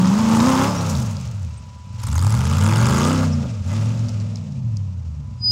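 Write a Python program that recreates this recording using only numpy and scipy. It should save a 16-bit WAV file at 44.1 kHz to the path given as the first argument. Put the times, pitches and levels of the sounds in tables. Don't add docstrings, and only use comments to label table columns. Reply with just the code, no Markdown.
import sys
import numpy as np
from scipy import signal
from scipy.fft import rfft, irfft, next_fast_len
from scipy.io import wavfile
from scipy.ndimage import uniform_filter1d, map_coordinates

SR = 44100
rng = np.random.default_rng(int(sys.argv[2]) if len(sys.argv) > 2 else 0)


def dump(signal):
    limited = np.clip(np.atleast_2d(signal).T, -1, 1)
    pcm = np.round(limited * 32767).astype(np.int16)
    wavfile.write(sys.argv[1], SR, pcm)


N = 242991
TIME = np.arange(N) / SR


def amp(db):
    return 10 ** (np.asarray(db) / 20)


def unit(x):
    return x / np.sqrt(np.mean(x ** 2) + 1e-20)


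def steady(x, size=6000):
    power = uniform_filter1d(uniform_filter1d(x ** 2, size), size // 2)
    return x / np.sqrt(np.abs(power) + 1e-12)


def curve(rows):
    return np.interp(TIME, *np.transpose(rows))


def wobble(rate):
    knots = rng.standard_normal(int(N * rate / SR) + 4)
    grid = np.arange(0, len(knots) - 1, 1 / 8)
    return np.interp(TIME * rate, grid, map_coordinates(knots, [grid]))


def colour(x, points):
    size = 2 ** 18
    hz, db = np.transpose(points)
    log_gain = np.log(amp(np.interp(np.log(np.fft.rfftfreq(size, 1 / SR) + 1), np.log(hz), db)))
    cepstrum = irfft(log_gain)
    cepstrum[1:size // 2] *= 2
    cepstrum[size // 2 + 1:] = 0
    return irfft(rfft(x, size) * np.exp(rfft(cepstrum)), size)[:N]


# time_s, cycle_hz
CYCLE_RATE = [(0, 22.6), (.1, 23.6), (.2, 27.6), (.41, 28.4), (.48, 33), (.58, 32.4), (.7, 36.7),
              (.87, 32.8), (1.02, 24.6), (1.19, 16.8), (1.5, 9.8), (1.78, 6.92), (2.05, 7.16), (2.38, 15.4),
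              (2.6, 18.3), (2.85, 24.1), (3.06, 30.4), (3.15, 32.5), (3.24, 31.8), (3.4, 28.8),
              (3.64, 16.7), (3.74, 20.5), (3.94, 22.9), (4.2, 20.9), (4.35, 21.1), (4.76, 12.84),
              (5.1, 9.74), (5.51, 6.6)]
CRUISE_HZ = 28

def revs():
    return curve(CYCLE_RATE) / CRUISE_HZ


# time_s, throttle (0 shut, 1 full)
PEDAL = [(0, 0.59), (.24, 0.51), (.35, .65), (.64, 0.65), (.72, 0.39), (.96, .34), (1.36, 0.2), (1.92, .2),
         (2.04, 0.8), (2.22, 0.83), (2.45, 0.7), (2.68, 0.82), (3.06, 0.81), (3.27, 0.45), (3.31, 0.27),
         (3.62, 0.2), (3.72, 0.58), (3.99, 0.31), (4.66, 0.03), (5.4, 0.18)]

def load(gain, power):
    return np.clip(gain * np.clip(curve(PEDAL), .001, 1) ** power, 0, .95)


# time_s, heading_deg (0 tail to the microphone, 180 nose to it)
TURN = [(0, 5.5), (.55, 10.6), (1, 46.3), (2.2, 50), (3.1, 92.3), (4.2, 116), (4.7, 198), (5.5, 216)]

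def heading():
    return np.radians(curve(TURN))


def twin_pipes(order, depth, gap_m=0.98):
    lag_s = gap_m * np.sin(heading()) / 343
    return 1 + (-1) ** order * depth * np.cos(2 * np.pi * order * curve(CYCLE_RATE) * lag_s)


def partial(cycle, order):
    return np.sqrt(2) * np.cos(2 * np.pi * (order * cycle + rng.random()))


# order, level_db
WEAK_ORDERS = [(2, -19.5), (4, -14), (6, -7), (7, -4.5), (9, -2), (10, -6.5), (11, 4.5), (12, -7), (13, 3),
               (14, -7.5), (15, -18.5), (16, 5), (17, -9.5), (18, -28), (19, -7), (21, -7), (24, -6.5),
               (27, -1.5), (29, -20.5), (32, -2)]

def overtones(cycle):
    notch = 0.89 * np.abs(np.sin(heading()))
    return sum(np.sqrt(twin_pipes(order, notch)) * amp(db + 3.77 * wobble(16)) * partial(cycle, order)
               for order, db in WEAK_ORDERS)


FIRING_DB = [7.5, -2.5, 9.5, -11.5, 8.5, 6, -4.5, -0.5]

def firings(cycle, scatter_db):
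    at = np.flatnonzero(np.diff(np.floor(cycle * len(FIRING_DB))))
    sizes = amp(np.resize(FIRING_DB, len(at)) + scatter_db * rng.standard_normal(len(at)))
    return np.bincount(at, sizes, N)


def puffs(cycle, sharpness, scatter_db):
    beat = cycle * len(FIRING_DB)
    firing = beat.astype(int)
    count = firing[-1] + 1
    size_db = 0.62 * np.resize(FIRING_DB, count) + scatter_db * np.tanh(rng.standard_normal(count))
    swell = np.exp(-sharpness * np.cos(2 * np.pi * beat))
    return swell * amp(size_db[firing] + 1.6 * np.tanh(wobble(800))) * rng.standard_normal(N)


# pitch_hz, gain_db
PIPE_BOOM = [(50, -29.5), (80, 6.5), (105, 10.5), (135, 4), (170, 3), (220, 6), (260, 3.5), (300, -7)]

def order_power(order, db, throttle_db):
    boom_hz, boom_db = np.transpose(PIPE_BOOM)
    lift_db = np.interp(np.log(order * curve(CYCLE_RATE)), np.log(boom_hz), boom_db)
    return twin_pipes(order, depth=0.98) * amp(db + lift_db + throttle_db * (curve(PEDAL) - .5)) ** 2


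# order, half_throttle_db, shut_to_full_gain_db
STRONG_ORDERS = [(3, -4.5, -8.5), (5, -1.5, -1.5), (8, 0, 5.5)]
# frequency_hz, gain_db
PIPE_RING = [(25, -26.5), (50, -7), (70, 0.5), (92, 10), (130, 6.5), (170, 1.5), (220, 2.5), (260, -8),
             (300, -13.5), (360, -23.5), (450, -31), (700, -63.5)]
SHUT_DULLING = [(120, 1), (230, -2.5), (300, -12.5), (450, 0.5)]
# time_s, level_db
DRONE_BY_REV = [
    [(0.0, -13.5), (0.182, -17), (0.386, -13.5), (0.794, -22.5), (0.932, -19.5), (1.236, -26),
     (1.478, -25.5), (1.65, -38)],
    [(1.66, -36), (1.806, -38), (2.244, -13), (2.45, -19), (2.696, -13.5), (3.422, -20), (3.598, -27.5),
     (3.62, -23)],
    [(3.63, -36), (3.666, -23), (3.78, -18.5), (4.268, -23.5), (4.446, -28), (4.666, -22), (5.378, -31),
     (5.51, -27)],
]

def drone(cycle, orders):
    coasting = 1 - load(gain=3.4, power=2.5)
    powers = [order_power(*row) for row in STRONG_ORDERS]
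    tone_power = sum(powers)
    burble_power = 1 + 0.097 * tone_power
    sway_db = 1.23 + 0.45 * coasting
    tones = sum(np.sqrt(power) * amp(sway_db * wobble(26)) * partial(cycle, order)
                for (order, _, _), power in zip(STRONG_ORDERS, powers))
    ringing = steady(colour(orders, PIPE_RING))
    burble = (1 - coasting) * ringing + coasting * colour(ringing, SHUT_DULLING)
    erratic = firings(cycle, scatter_db=0) * np.tanh(3 * rng.standard_normal(N))
    burble += amp(-9.5 + 3.7 * coasting) * steady(colour(erratic, PIPE_RING))
    voice = tones + np.sqrt(burble_power) * steady(burble, size=4000)
    return amp(curve(np.concatenate(DRONE_BY_REV))) * voice / np.sqrt(tone_power + burble_power)


def loudness(full_db, octave_db, shut_db, front_db, floor_db):
    facing = (1 - np.cos(heading())) / 2
    db = full_db + octave_db * np.log2(revs()) - shut_db * (1 - curve(PEDAL)) - front_db * facing
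    return np.hypot(amp(db), amp(floor_db))


# frequency_hz, gain_db
BARK_END_ON = [(500, -38.5), (760, -15), (860, -2), (970, -2.5), (1070, -3.5), (1210, -4.5), (1350, -9.5),
               (1500, -14), (1750, -19.5), (2150, -23.5), (3000, -41)]
BARK_SIDE_ON = [(500, -49), (760, -9.5), (880, 2), (1010, -3), (1200, 4), (1390, 2), (1510, -7.5),
                (1640, -3.5), (1830, -22.5), (2020, -10), (3000, -35.5)]
HOLLOW_RING = [(240, -43.5), (340, -13.5), (430, -2), (520, 2), (590, 2), (660, -3), (740, -8), (850, -12),
               (1300, -63)]
SNARL_BAND = [(270, -14.5), (320, 1), (365, 6), (430, 3), (540, 3), (700, 0), (950, -32.5)]
# full_db, gain_per_octave_db, shut_loss_db, front_loss_db, idle_floor_db
HOLLOW_LOUDNESS = (-23, 11.5, 20.5, 4, -63)
UPPER_LOUDNESS = (-13.5, 10, 33, 13, -61)

def bark(cycle, orders):
    drive = load(gain=1.32, power=1.9)
    side = np.abs(np.sin(heading())) ** 3
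    fronts = revs() ** 2 * steady(firings(cycle, scatter_db=1.5))
    gas = steady(puffs(cycle, sharpness=0.56, scatter_db=-1.5))
    jet = np.sqrt(drive) * steady(fronts + gas) + np.sqrt(1 - drive) * rng.standard_normal(N)
    upper = np.sqrt(1 - side) * steady(colour(jet, BARK_END_ON))
    upper += np.sqrt(side) * steady(colour(jet, BARK_SIDE_ON))
    snarl_gain = amp(1 - 2 * side) * (drive + 0.082) * np.minimum(revs(), 1)
    snarl = snarl_gain * steady(colour(orders, SNARL_BAND))
    hollow = amp(-0.5 - 2.3 * drive) * steady(colour(jet, HOLLOW_RING)) + snarl
    return loudness(*HOLLOW_LOUDNESS) * hollow + loudness(*UPPER_LOUDNESS) * steady(upper)


def flicker(x, depth_db):
    spectra = signal.stft(x, nperseg=256)[2]
    patches = uniform_filter1d(rng.standard_normal(spectra.shape), size=7, axis=0)
    patches = uniform_filter1d(patches, size=3, axis=1)
    return signal.istft(spectra * amp(depth_db * unit(patches)), nperseg=256)[1][:N]


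# frequency_hz, gain_db
CRACK_BAND = [(900, -22), (1900, -2.5), (3400, -0.5), (4100, -6.5), (5000, -0.5), (5900, -5.5),
              (6700, -0.5), (8500, -8), (11000, -14.5), (15500, -30)]
HISS_BAND = [(900, -25.5), (1800, 1.5), (2150, 2), (2600, 5.5), (3200, 1.5), (4400, 1.5), (5500, 3.5),
             (7000, 1), (8000, -4), (9200, -13), (12000, -28.5), (15500, -48)]
# full_db, gain_per_octave_db, shut_loss_db, front_loss_db, idle_floor_db
RASP_LOUDNESS = (-22.5, 6, 25, 6.5, -77.5)

def rasp(cycle):
    drive = load(gain=1.34, power=2.2)
    labour = np.clip((23 - curve(CYCLE_RATE)) / 11, 0, 1)
    bursts = puffs(cycle, sharpness=0.55 + 0.37 * labour, scatter_db=1.2)
    cracks = flicker(colour(bursts, CRACK_BAND), depth_db=4)
    cracks = steady(cracks - 0.72 * labour * np.roll(cracks, 1))
    hiss = unit(colour(rng.standard_normal(N) * amp(1.46 * wobble(90)), HISS_BAND))
    return loudness(*RASP_LOUDNESS) * (np.sqrt(drive) * cracks + np.sqrt(1 - drive) * hiss)


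# time_s, level_db
SAND_LEVEL = [(0, -54), (.35, -40), (.75, -44), (.95, -37), (1.2, -53), (1.6, -67), (1.8, -94)]

def sand_spray():
    db = curve(SAND_LEVEL)
    density = np.maximum(amp(1.1 * (db - db.max())), .03)
    lands = rng.random(N) < 2500 * density * amp(6 * np.tanh(wobble(45))) / SR
    grains = lands * rng.standard_normal(N) * amp(3.2 * np.tanh(wobble(110))) / np.sqrt(density)
    return amp(db) * unit(colour(grains, [(2000, -16), (6500, 6), (10000, -6.5), (15500, -14)]))


# centre_s, pitch_hz, level_db, half_length_s
GEAR_SQUEAKS = [(0.621, 2114, -42, 0.04), (.71, 5140, -40, 0.022), (.78, 5650, -36, .018),
                (1.581, 8450, -48.5, .005), (2.164, 6562, -28, 0.0021), (2.987, 6760, -27, .0026),
                (3.329, 5770, -42, 0.0074), (3.334, 5200, -41, 0.011), (3.721, 2025, -47, .016)]

def squeaks():
    out = np.zeros(N)
    waver = np.cumsum(.03 * wobble(900)) / SR
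    for centre, hz, db, half_length in GEAR_SQUEAKS:
        near = np.abs(TIME - centre) < .12
        t = TIME[near] - centre
        swell = amp(db) * np.exp(-(t / half_length) ** 2 / 2)
        out[near] += np.sqrt(2) * swell * np.sin(2 * np.pi * hz * (t + waver[near]))
    return out


# start_s, peak_db, ring_hz
GRIT_HITS = [(0.8109, -26, 4140), (0.898, -19, 6655), (0.952, -21.5, 4860), (1.1678, -27.5, 4860),
             (1.212, -31, 6500), (1.275, -30.5, 6500), (1.43, -35, 6950), (3.993, -30.5, 5574),
             (4.0854, -27.5, 5110), (4.0915, -25, 6160), (4.2008, -32, 5420), (4.3578, -24.5, 5580),
             (4.371, -33.5, 5120), (4.5229, -41, 5055), (4.7698, -26, 5700)]

def grit():
    out, t = np.zeros(N + SR), TIME[:SR // 16]
    decay = amp(-60 * t / 0.012)
    for start, db, hz in GRIT_HITS:
        band = signal.butter(2, [hz * 0.79, hz * 1.172], "band", fs=SR, output="sos")
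        tick = signal.sosfilt(band, rng.standard_normal(len(t)) * decay)
        out[round(start * SR):][:len(t)] += amp(db) * tick / np.abs(tick).max()
    return out[:N]


# start_s, end_s, pitch_hz, level_db
WHINE_SPELLS = [(1.53, 2.15, 987, -54), (4.6, 4.92, 1002, -66.5), (5.26, 5.507, 998, -60)]

def idle_whine(fade_db_per_s=128.5):
    out = np.zeros(N)
    for start, end, hz, db in WHINE_SPELLS:
        fade_db = fade_db_per_s * np.abs(TIME - np.clip(TIME, start, end))
        gain = amp(db - fade_db + wobble(11))
        out += gain * np.sin(2 * np.pi * np.cumsum(hz + 4 * wobble(30)) / SR)
    return np.sqrt(2) * out


# centre_s, hollow_db, upper_db
FUEL_PUFFS = [(3.236, -35, -28.5), (3.442, -34, -43.5)]

def afterfires(half_length_s=0.012):
    gas = rng.standard_normal(N)
    hollow, upper = unit(colour(gas, HOLLOW_RING)), unit(colour(gas, BARK_SIDE_ON))
    out = np.zeros(N)
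    for centre, hollow_db, upper_db in FUEL_PUFFS:
        swell = np.exp(-((TIME - centre) / half_length_s) ** 2 / 2)
        out += swell * (amp(hollow_db) * hollow + amp(upper_db) * upper)
    return out


# pitch_hz, relative_db
DISC_PARTIALS = [(4962, -0.5), (9924, -50), (14886, -52.5)]

def brake_squeal(takes_hold_s=5.441, growth_db_per_s=895, ceiling_db=-16):
    growth = amp(np.clip(growth_db_per_s * (TIME - takes_hold_s), -200, 200))
    clock = np.cumsum(1 + 0.00051 * wobble(36)) / SR
    tone = np.sqrt(2) * sum(amp(db) * np.sin(2 * np.pi * hz * clock) for hz, db in DISC_PARTIALS)
    return amp(ceiling_db) * growth / (1 + growth) * tone


def scene():
    cycle = np.cumsum(curve(CYCLE_RATE) * (1 + .002 * wobble(25))) / SR
    orders = overtones(cycle)
    engine = drone(cycle, orders) + bark(cycle, orders) + rasp(cycle)
    return (engine + sand_spray() + squeaks() + grit() + idle_whine() + afterfires() + brake_squeal())[None]


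def record(dry, top_hz=15800):
    size = next_fast_len(N + SR // 2)
    in_band = np.fft.rfftfreq(size, 1 / SR) < top_hz
    return irfft(rfft(dry, size) * in_band, size)[:, :N]


dry = scene()
out = record(dry)
dump(out)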